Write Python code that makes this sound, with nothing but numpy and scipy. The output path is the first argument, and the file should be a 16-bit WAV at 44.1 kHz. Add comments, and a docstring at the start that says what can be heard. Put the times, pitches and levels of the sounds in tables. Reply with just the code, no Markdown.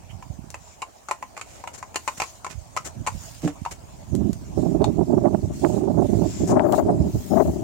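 """Horse passing in a gusty wind

A horse walks over asphalt, past a parked horse van and onto grass, close to a hand-held stereo mic.
Each hoof lands in a few quick knocks, scuffs the grit and echoes off the van; a bucket is set down.
Dry grass hisses over a distant wash of air, and gusts buffet first the right mic port, then the left."""
import sys
import numpy as np
from scipy import signal
from scipy.fft import rfft, irfft
from scipy.io import wavfile
from scipy.ndimage import uniform_filter1d

SR = 44100
rng = np.random.default_rng(int(sys.argv[2]) if len(sys.argv) > 2 else 0)


def output_pcm(signal):
    """Save a mono or channel-first signal as 16-bit PCM at the path in sys.argv[1].

    Samples are clipped to [-1, 1] before scaling.
    """
    pcm = np.clip(np.atleast_2d(signal).T, -1, 1) * 32767
    wavfile.write(sys.argv[1], SR, np.round(pcm).astype(np.int16))


N = 336483
TIME = np.arange(N) / SR

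# spectrum of road grit under a shoe: (frequency [Hz], level [dB])
GRIT_SPECTRUM = [(400, 11), (2400, 1.5), (3500, -7.5), (7200, 9.5), (10000, -8.5), (16000, -12)]
# colour of wind striking a mic port: (frequency [Hz], gain [dB])
BUFFET_SPECTRUM = [(45, -2), (70, 5), (130, -2.5), (310, 0), (400, 3), (490, -21), (590, 5), (1000, -4.5),
                   (3000, -21)]


def hooves():
    """Hooves on asphalt, close by: the rim mostly cracks, the flat sole rings."""
    # contacts, one to four a footfall: (time [s], ring level [dB], sole pitch [Hz], crack level [dB])
    contacts = [(0.225, -32.5, 950, -43), (0.543, -26.5, 990, -34), (0.8193, -26, 970, -30.5),
                (0.826, -20.5, 1027, -40), (1.086, -26, 1385, -31), (1.091, -29, 760, -42),
                (1.1113, -13, 1030, -23), (1.2262, -23, 1013, -35.5), (1.367, -34, 780, -38.5),
                (1.376, -36, 1050, -33), (1.3947, -38, 1050, -43.5), (1.4124, -39, 1050, -31),
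                (1.639, -24, 956, -41), (1.6748, -24, 958, -32.5), (1.827, -25.5, 1004, -36.5),
                (1.944, -33, 1010, -37), (1.9587, -18.5, 1012, -20.5), (2.077, -14, 1120, -21.5),
                (2.0836, -18, 1040, -30), (2.2006, -21.5, 750, -23.5), (2.2189, -21, 1010, -21.5),
                (2.236, -26.5, 1065, -34.5), (2.446, -24.5, 1120, -29.5), (2.4655, -22, 990, -33),
                (2.765, -17, 1014, -27.5), (2.773, -17.5, 1260, -25), (3.065, -23, 1017, -31),
                (3.072, -22, 1060, -21.5), (3.08, -15.5, 1027, -31), (3.4765, -21, 725, -31),
                (3.651, -29, 1196, -34.5), (3.661, -15, 930, -37.5), (4.8425, -13.5, 806, -31)]
    out = np.zeros((2, N))
    for start, ring_db, hz, crack_db in contacts:
        add(out, start, knock(ring_db, hz, crack_db))
    # a shoe caught on its edge rings one clear note
    add(out, 0.543, ring([(2605, -32, 0.027)], TIME[:SR // 10]))
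    return out


def knock(ring_db, sole_hz, crack_db, close_s=0.00086, lag_samples=6):
    """A knock cracks on grit and rings the steel shoe; the hollow under the sole swells as it closes."""
    # modes of the hollow: (ratio to sole pitch, level [dB], t60 [s])
    sole_modes = [(0.86, -8, 0.036), (0.998, 2.5, 0.021), (1.017, -14.5, 0.06)]
    # modes of the shoe: (frequency [Hz], level relative to the crack [dB], t60 [s])
    shoe_modes = [(2286, -9, 0.024), (2627, -5.5, 0.02), (4250, -24.5, 0.06)]
    # spectrum of struck asphalt: (frequency [Hz], level [dB])
    road_spectrum = [(200, -9.5), (500, 2), (1200, 10.5), (1700, -0.5), (2500, 3), (3300, -10.5),
                     (4500, -6), (5500, -5.5), (7200, -1), (10000, -14.5), (16000, -25.5)]
    t = TIME[:4096]
    hollow = ring([(sole_hz * ratio, db, t60) for ratio, db, t60 in sole_modes], t)
    hollow *= 1 - np.exp(-t / close_s)
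    # the shoe's modes scatter in pitch and level from knock to knock
    shoe = ring([(hz * (1 + 0.035 * rng.standard_normal()), db + 2 * rng.standard_normal(), t60)
                 for hz, db, t60 in shoe_modes], t)
    left = gain_of(ring_db) * hollow + gain_of(crack_db) * shoe
    # the horse is slightly to the left, so the right port hears it later
    right = np.interp(t - lag_samples / SR, t, left, left=0)
    # every spot of road has its own colour
    spot = [(hz, db + 2 * rng.standard_normal()) for hz, db in road_spectrum]
    grit = crack(spot, decay_s=0.0067, crumble_db=-22.5, crumble_s=0.012)
    return np.array([left, right]) + gain_of(crack_db) * grit


def crack(spectrum, decay_s, crumble_db, crumble_s, click_height=4.9, size=4096):
    """A click and a sharp burst, then a short crumble; the ports share mainly the lows of its noise."""
    t = TIME[:size]
    bins = rfft(rng.standard_normal((2, size)))
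    shared = 1 / (1 + (np.fft.rfftfreq(size, 1 / SR) / 2800) ** 4)
    bins[1] = shared * bins[0] + np.sqrt(1 - shared ** 2) * bins[1]
    burst = irfft(bins, size)
    burst[:, 0] += click_height  # first contact
    # grains of grit give way one after another
    grains = unit_rms(gain_of(1.9 * unit_rms(uniform_filter1d(rng.standard_normal(size), size=90))))
    fade = np.exp(-(t / decay_s) ** 2) + gain_of(crumble_db) * np.exp(-t / crumble_s) * grains
    return unit_rms(coloured(burst * fade, spectrum)) * np.sqrt(np.mean(fade ** 2))


def scuffs():
    """Hooves drag grit, brush turf and slide with a thin hiss; tack and dry stalks snap."""
    # grainy scrapes: (time [s], length [s], level [dB], left minus right [dB])
    scrapes = [(1.445, 0.19, -52.5, -6), (1.732, 0.034, -44.5, 0), (1.777, 0.019, -44.5, 5),
               (2.173, 0.014, -40, -6), (2.493, 0.042, -46.5, -12.5), (2.845, 0.037, -37, 3.5),
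               (3.412, 0.094, -46, -10), (3.709, 0.021, -37, -3.5), (6.468, 0.059, -42.5, 13)]
    # hissing slides: (time [s], length [s], level [dB], pitch [Hz])
    slides = [(0.094, 0.026, -50.5, 3070), (0.593, 0.18, -54.5, 7300), (2.243, 0.071, -48, 6800),
              (6.24, 0.23, -43, 7350)]
    # spectrum of a slide: (ratio to its pitch, level [dB])
    slide_spectrum = [(0.61, -8.5), (0.74, 0.5), (0.85, -4), (1, 6), (1.2, -23)]
    # small sharp snaps: (time [s], level [dB], left minus right [dB])
    snaps = [(0.5038, -38.5, -1), (4.1519, -38.5, -4), (4.331, -39.5, -6), (6.724, -37, -18.5)]
    # spectrum of a snap: (frequency [Hz], level [dB])
    snap_spectrum = [(300, 9), (3000, -3), (7000, 9.5), (15000, -7.5)]
    out = np.zeros((2, N))
    grit = noise(GRIT_SPECTRUM) * gain_of(4.8 * flutter(rate_hz=2900))
    for start, length, db, pan_db in scrapes:
        out += gain_of(db) * panned(pan_db) * grit * arch(start, length)
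    for start, length, db, hz in slides:
        hiss = noise([(hz * ratio, level) for ratio, level in slide_spectrum])
        out += gain_of(db) * hiss * arch(start, length)
    for start, db, pan_db in snaps:
        snap = crack(snap_spectrum, decay_s=0.0017, crumble_db=0.5, crumble_s=0.0054)
        add(out, start, gain_of(db) * panned(pan_db) * snap)
    return out


def shoe_clinks():
    """A shoe grazes, then clips the edge of the road: a gritty snap with a very short ring."""
    # a light and a hard strike: (time [s], level [dB])
    strikes = [(4.8192, -49), (4.8427, -28.5)]
    # modes of the clipped steel: (frequency [Hz], level [dB], t60 [s])
    steel_modes = [(3750, 5.5, 0.016), (4290, 2, 0.015)]
    out = np.zeros((2, N))
    for start, db in strikes:
        snap = crack(GRIT_SPECTRUM, decay_s=0.0016, crumble_db=-21, crumble_s=0.008)
        add(out, start, gain_of(db) * (snap + ring(steel_modes, TIME[:snap.shape[1]])))
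    return out


def bucket(rise_s=0.0037):
    """A plastic bucket rocks onto its base with a hollow thump."""
    # the base touches down: (time [s], level [dB])
    hits = [(3.432, -23.5), (3.444, -17), (3.46, -19.5)]
    # modes of the bucket: (frequency [Hz], level [dB], t60 [s])
    modes = [(163, 1, 0.13), (292.6, 6, 0.14), (353, -5, 0.049), (462, -3.5, 0.11), (600, 9.5, 0.011)]
    out, t = np.zeros((2, N)), TIME[:12000]
    thump = ring(modes, t) * (1 - np.exp(-t / rise_s))
    for start, db in hits:
        add(out, start, gain_of(db) * thump)
    return out


def echoes(direct, size=12000):
    """The road and the van's side return a few early taps, then a thin outdoor tail."""
    # decay of the tail: (frequency [Hz], t60 [s])
    tail_t60 = [(300, 0.66), (1000, 0.3), (2500, 0.16), (7000, 0.047), (15000, 0.033)]
    t = TIME[:size]
    # sparse reflections: 2500 a second in the tail, 900 in the early part
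    taps = rng.standard_normal((2, size)) * (rng.random((2, size)) < 2500 / SR) * (t > 0.004)
    hz, frame_s, bins = signal.stft(taps, SR, nperseg=256)
    decay = np.exp(-np.log(1000) * frame_s / curve_at(tail_t60, hz)[:, None])
    tail = signal.istft(bins * decay, SR, nperseg=256)[1][:, :size]
    early = rng.standard_normal((2, size)) * (rng.random(size) < 900 / SR) * (t > 0.002)
    early *= np.exp(-t / 0.017)
    response = (gain_of(-29.0) * unit_rms(tail) + gain_of(-6.5) * unit_rms(early)) / np.sqrt(size)
    return signal.fftconvolve(direct, response, axes=1)[:, :N]


def port_colour(sound):
    """The two mic ports colour nearby sounds in opposite ways."""
    # tilt between the ports: (frequency [Hz], gain added left and taken right [dB])
    tilt = [(200, -3), (850, 2.5), (1500, 0.5), (2400, -5), (3500, -3), (7000, 4.5), (12000, 1.5)]
    return np.array([coloured(sound[0], tilt), coloured(sound[1], [(hz, -db) for hz, db in tilt])])


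def wind(port_limit=1.05):
    """Wind right on the mic: near its pressure limit a port saturates and crackles."""
    db, octaves = wind_pressure()
    left = port_buffeting(db[0], octaves[0], corner_hz=905)
    right = port_buffeting(db[1], octaves[1], corner_hz=557)
    return port_limit * np.tanh((np.array([left, right]) + thumps_and_pops()) / port_limit)


def wind_pressure(rise_s=0.012, fall_s=0.025):
    """Gusts rise, hold and fall over the breeze; gives each port's level [dB] and band shift [octaves]."""
    # breeze between gusts: (time [s], left level [dB], right level [dB])
    breeze = [(0, -52, -42), (.45, -61, -40), (.95, -73, -57), (1.6, -53, -47.5), (2.35, -60, -50),
              (3.1, -66, -39.5), (3.85, -49, -42.5), (4.5, -39, -33.5), (6.348, -32.5, -31),
              (7.2, -34, -43), (7.63, -24, -31.5)]
    # gusts: (time [s], hold [s], windward level [dB], left minus right [dB], band shift [octaves])
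    gusts = [(0.121, 0.042, -33, -35, -0.65), (2.554, 0.029, -30, -32, -1.54),
             (2.976, 0.034, -27.5, -11, -0.44), (3.13, 0.032, -26, -24, -1.24),
             (4.117, 0.18, -17.5, -25, -0.58), (4.568, 0.35, -17.5, -22, -0.15),
             (4.801, 0.025, -17, -18, -0.023), (4.979, 0.034, -12.5, -34, -0.19),
             (5.095, 0.094, -14.5, -16, 0.021), (5.237, 0.042, -12.5, -28, 0.29),
             (5.337, 0.012, -14, -33, 0.06), (5.441, 0.0067, -15.5, -29, -0.56),
             (5.508, 0.0033, -23, 27, -0.27), (5.641, 0.011, -10, -23, 0.29), (5.703, 0.21, -19, -30, 0.25),
             (5.88, 0.024, -19, -24, 0.46), (5.955, 0.083, -13, -36, -0.0054),
             (6.101, 0.087, -15.5, -34, -0.42), (6.217, 0.036, -14, -34, -0.043),
             (6.411, 0.032, -16.5, -8.5, -0.33), (6.498, 0.068, -15, 2, 0.011),
             (6.564, 0.24, -15.5, 11.5, 0.22), (6.836, 0.24, -19, -8.5, -0.06),
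             (6.888, 0.013, -15, -3, 0.5), (7.153, 0.0036, -14.5, -8.5, -0.65),
             (7.32, 0.092, -13, 25, -0.5), (7.374, 0.035, -14.5, 32, 0.33), (7.468, 0.02, -17.5, -1, -0.4)]
    times, *port_levels = np.transpose(breeze)
    power = gain_of([np.interp(TIME, times, db) for db in port_levels]) ** 2
    weighted_shift = np.zeros((2, N))
    for start, hold, db, pan_db, octaves in gusts:
        before, after = np.maximum(start - TIME, 0), np.maximum(TIME - start - hold, 0)
        swell = np.exp(-before / rise_s - after / fall_s)
        gust_power = (gain_of(db) * windward(pan_db) * swell) ** 2
        power += gust_power
        weighted_shift += octaves * gust_power
    return 10 * np.log10(power), weighted_shift / power


def port_buffeting(pressure_db, octaves, corner_hz, size=1024):
    """Eddies buffet one port; the stronger the gust, the smaller the eddies and the higher their band."""
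    hz, frame_s, bins = signal.stft(rng.standard_normal(N), SR, nperseg=size, noverlap=size * 3 // 4)
    # the stream sputters within each gust: surges are capped, lulls go deeper
    sputter_db = 3.5 * np.minimum(flutter(rate_hz=50, slowest_hz=12)[0], 1.2)
    band_hz = corner_hz * 2 ** (octaves + (pressure_db + sputter_db + 13.0) / 16)
    ratio = hz[:, None] / np.interp(frame_s, TIME, band_hz)
    band = (ratio / np.hypot(ratio, 0.18)) ** 2.65 / (1 + ratio ** 2.224) ** 1.927
    shape = gain_of(curve_at(BUFFET_SPECTRUM, hz))[:, None] * band
    shape /= np.linalg.norm(shape, axis=0)
    eddies = signal.istft(bins * shape, SR, nperseg=size, noverlap=size * 3 // 4)[1][:N]
    # even out the noise, so that pressure and sputter set the slow level
    eddies /= np.sqrt(uniform_filter1d(uniform_filter1d(eddies ** 2, size=1800), size=1800) + 1e-12)
    return eddies * gain_of(pressure_db + 0.75 * sputter_db)


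def thumps_and_pops():
    """Low wind thumps, and two sharp pops as the wind overloads the mic, each mostly on one port."""
    # pulses: (time [s], level before colouring [dB], frequency [Hz], left minus right [dB])
    pulses = [(0.304, -16.5, 77, -44), (0.392, -19.5, 109, -30), (0.443, -27, 142, -23),
              (3.62, -17, 106, -33), (5.649, 3.5, 1200, -33), (6.596, 6, 1330, 41), (7.004, -2.5, 79, -26)]
    out = np.zeros((2, N))
    for centre, db, hz, pan_db in pulses:
        phase = 2 * np.pi * hz * (TIME - centre)
        out += gain_of(db) * windward(pan_db) * (1 - phase ** 2) * np.exp(-phase ** 2 / 2)
    return coloured(out, BUFFET_SPECTRUM)


def rustle(road_db=-57.5, grass_db=-52):
    """Grass and cloth rustle louder as the horse nears and swell as it strides; close swishes fizz."""
    # swishes of legs and rug: (time [s], length [s], level [dB])
    swishes = [(1.945, 0.46, -48), (3.095, 0.32, -45), (4.545, 0.19, -51.5), (5.517, 0.3, -45),
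               (5.968, 0.59, -48), (6.74, 0.063, -40), (7, 0.64, -48)]
    # spectrum of dry grass: (frequency [Hz], level [dB])
    grass_spectrum = [(300, -10), (2400, 0), (3400, -1), (5500, 4), (7250, 9.5), (7800, 2.5), (8400, 4.5),
                      (10500, -6.5), (15500, -5)]
    # fine fizz close to the mic: (time [s], length [s], level [dB])
    fizzes = [(3.15, 0.33, -59), (6.652, 0.18, -46), (7.074, 0.5, -47.5)]
    # spectrum of the fizz: (frequency [Hz], level [dB])
    fizz_spectrum = [(5000, -25), (14500, 0)]
    steady = gain_of(np.linspace(road_db, grass_db, N))
    fizz = noise(fizz_spectrum) * swells(fizzes)
    grass = patchy(noise(grass_spectrum), patch_db=3.0) * np.hypot(steady, swells(swishes))
    return (grass + fizz) * gain_of(1.4 * flutter(rate_hz=360))


def distant_air():
    """A faint open-air wash from far off, its level drifting slowly."""
    # spectrum of the wash: (frequency [Hz], level [dB])
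    air_spectrum = [(30, -10), (70, -2), (250, 5.5), (480, 1.5), (650, 10.5), (950, 4.5), (1500, -8.5),
                    (3000, -11.5), (7000, -46)]
    return gain_of(-50.5) * patchy(noise(air_spectrum), patch_db=3.5) * gain_of(flutter(rate_hz=0.67))


def gain_of(db):
    """Decibels to amplitude."""
    return 10 ** (np.asarray(db) / 20)


def unit_rms(x):
    """Scales each channel to rms 1."""
    return x / np.sqrt(np.mean(x ** 2, axis=-1, keepdims=True) + 1e-20)


def curve_at(points, hz):
    """Interpolates rows (frequency [Hz], value) on a log-frequency axis."""
    frequencies, values = np.transpose(points)
    return np.interp(np.log(hz + 1), np.log(frequencies), values)


def add(mix, start_s, sound):
    """Mixes a sound in from start_s on."""
    part = mix[:, round(start_s * SR):][:, :sound.shape[-1]]
    part += sound[..., :part.shape[-1]]


def panned(db):
    """Left and right gains for a level difference."""
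    return gain_of([[db / 2], [-db / 2]])


def windward(db):
    """Panning gains with the louder port at 1."""
    return panned(db) / panned(db).max()


def coloured(x, spectrum, size=2048):
    """Minimum-phase filter with the given spectrum."""
    log_gain = np.log(gain_of(curve_at(spectrum, abs(np.fft.fftfreq(size, 1 / SR)))))
    taps = np.fft.ifft(np.exp(np.conj(signal.hilbert(log_gain)))).real
    taps = taps.reshape((1,) * (x.ndim - 1) + (-1,))
    return signal.fftconvolve(x, taps, axes=-1)[..., :x.shape[-1]]


def noise(spectrum):
    """Coloured noise, unrelated in the two ports."""
    return unit_rms(coloured(rng.standard_normal((2, N)), spectrum))


def flutter(rate_hz, slowest_hz=0):
    """A smooth random wander for each port, between two rates."""
    hz = np.fft.rfftfreq(N, 1 / SR)
    band = np.exp(-(hz / rate_hz) ** 2) * (hz >= slowest_hz)
    return unit_rms(irfft(rfft(rng.standard_normal((2, N))) * band, N))


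def patchy(x, patch_db, size=512):
    """Passing patches of colour, a few hundred hertz wide and some hundredths of a second long."""
    bins = signal.stft(x, SR, nperseg=size)[2]
    field = uniform_filter1d(rng.standard_normal(bins.shape[1:]), size=5, axis=0)
    field = uniform_filter1d(field, size=7, axis=1)
    bins *= gain_of(patch_db * field / field.std())
    return unit_rms(signal.istft(bins, SR, nperseg=size)[1][:, :N])


def ring(modes, t):
    """Decaying sines from rows (frequency [Hz], level [dB], t60 [s])."""
    return sum(gain_of(db) * np.exp(-np.log(1000) * t / t60) * np.sin(2 * np.pi * hz * t)
               for hz, db, t60 in modes)


def arch(start_s, length_s):
    """A rounded swell from silence to 1 and back."""
    progress = np.clip((TIME - start_s) / length_s, 0, 1)
    return np.sqrt(4 * progress * (1 - progress))


def swells(rows):
    """A sum of arches from rows (time [s], length [s], level [dB])."""
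    return sum(gain_of(db) * arch(start, length) for start, length, db in rows)


def scene():
    """Horse and bucket near the mic with their echoes, wind on the ports, air and rustle behind."""
    near = hooves() + scuffs() + bucket() + shoe_clinks()
    return port_colour(near + echoes(near)) + wind() + distant_air() + rustle()


def record(dry):
    """The microphone's bass cut at 45 Hz, then the band limit at 16.3 kHz."""
    bass_cut = signal.butter(4, 45, "highpass", fs=SR, output="sos")
    band_limit = signal.firwin(511, 16300, window=("kaiser", 9), fs=SR)
    return signal.oaconvolve(signal.sosfilt(bass_cut, dry), band_limit[None], "same")


dry = scene()
out = record(dry)
output_pcm(out)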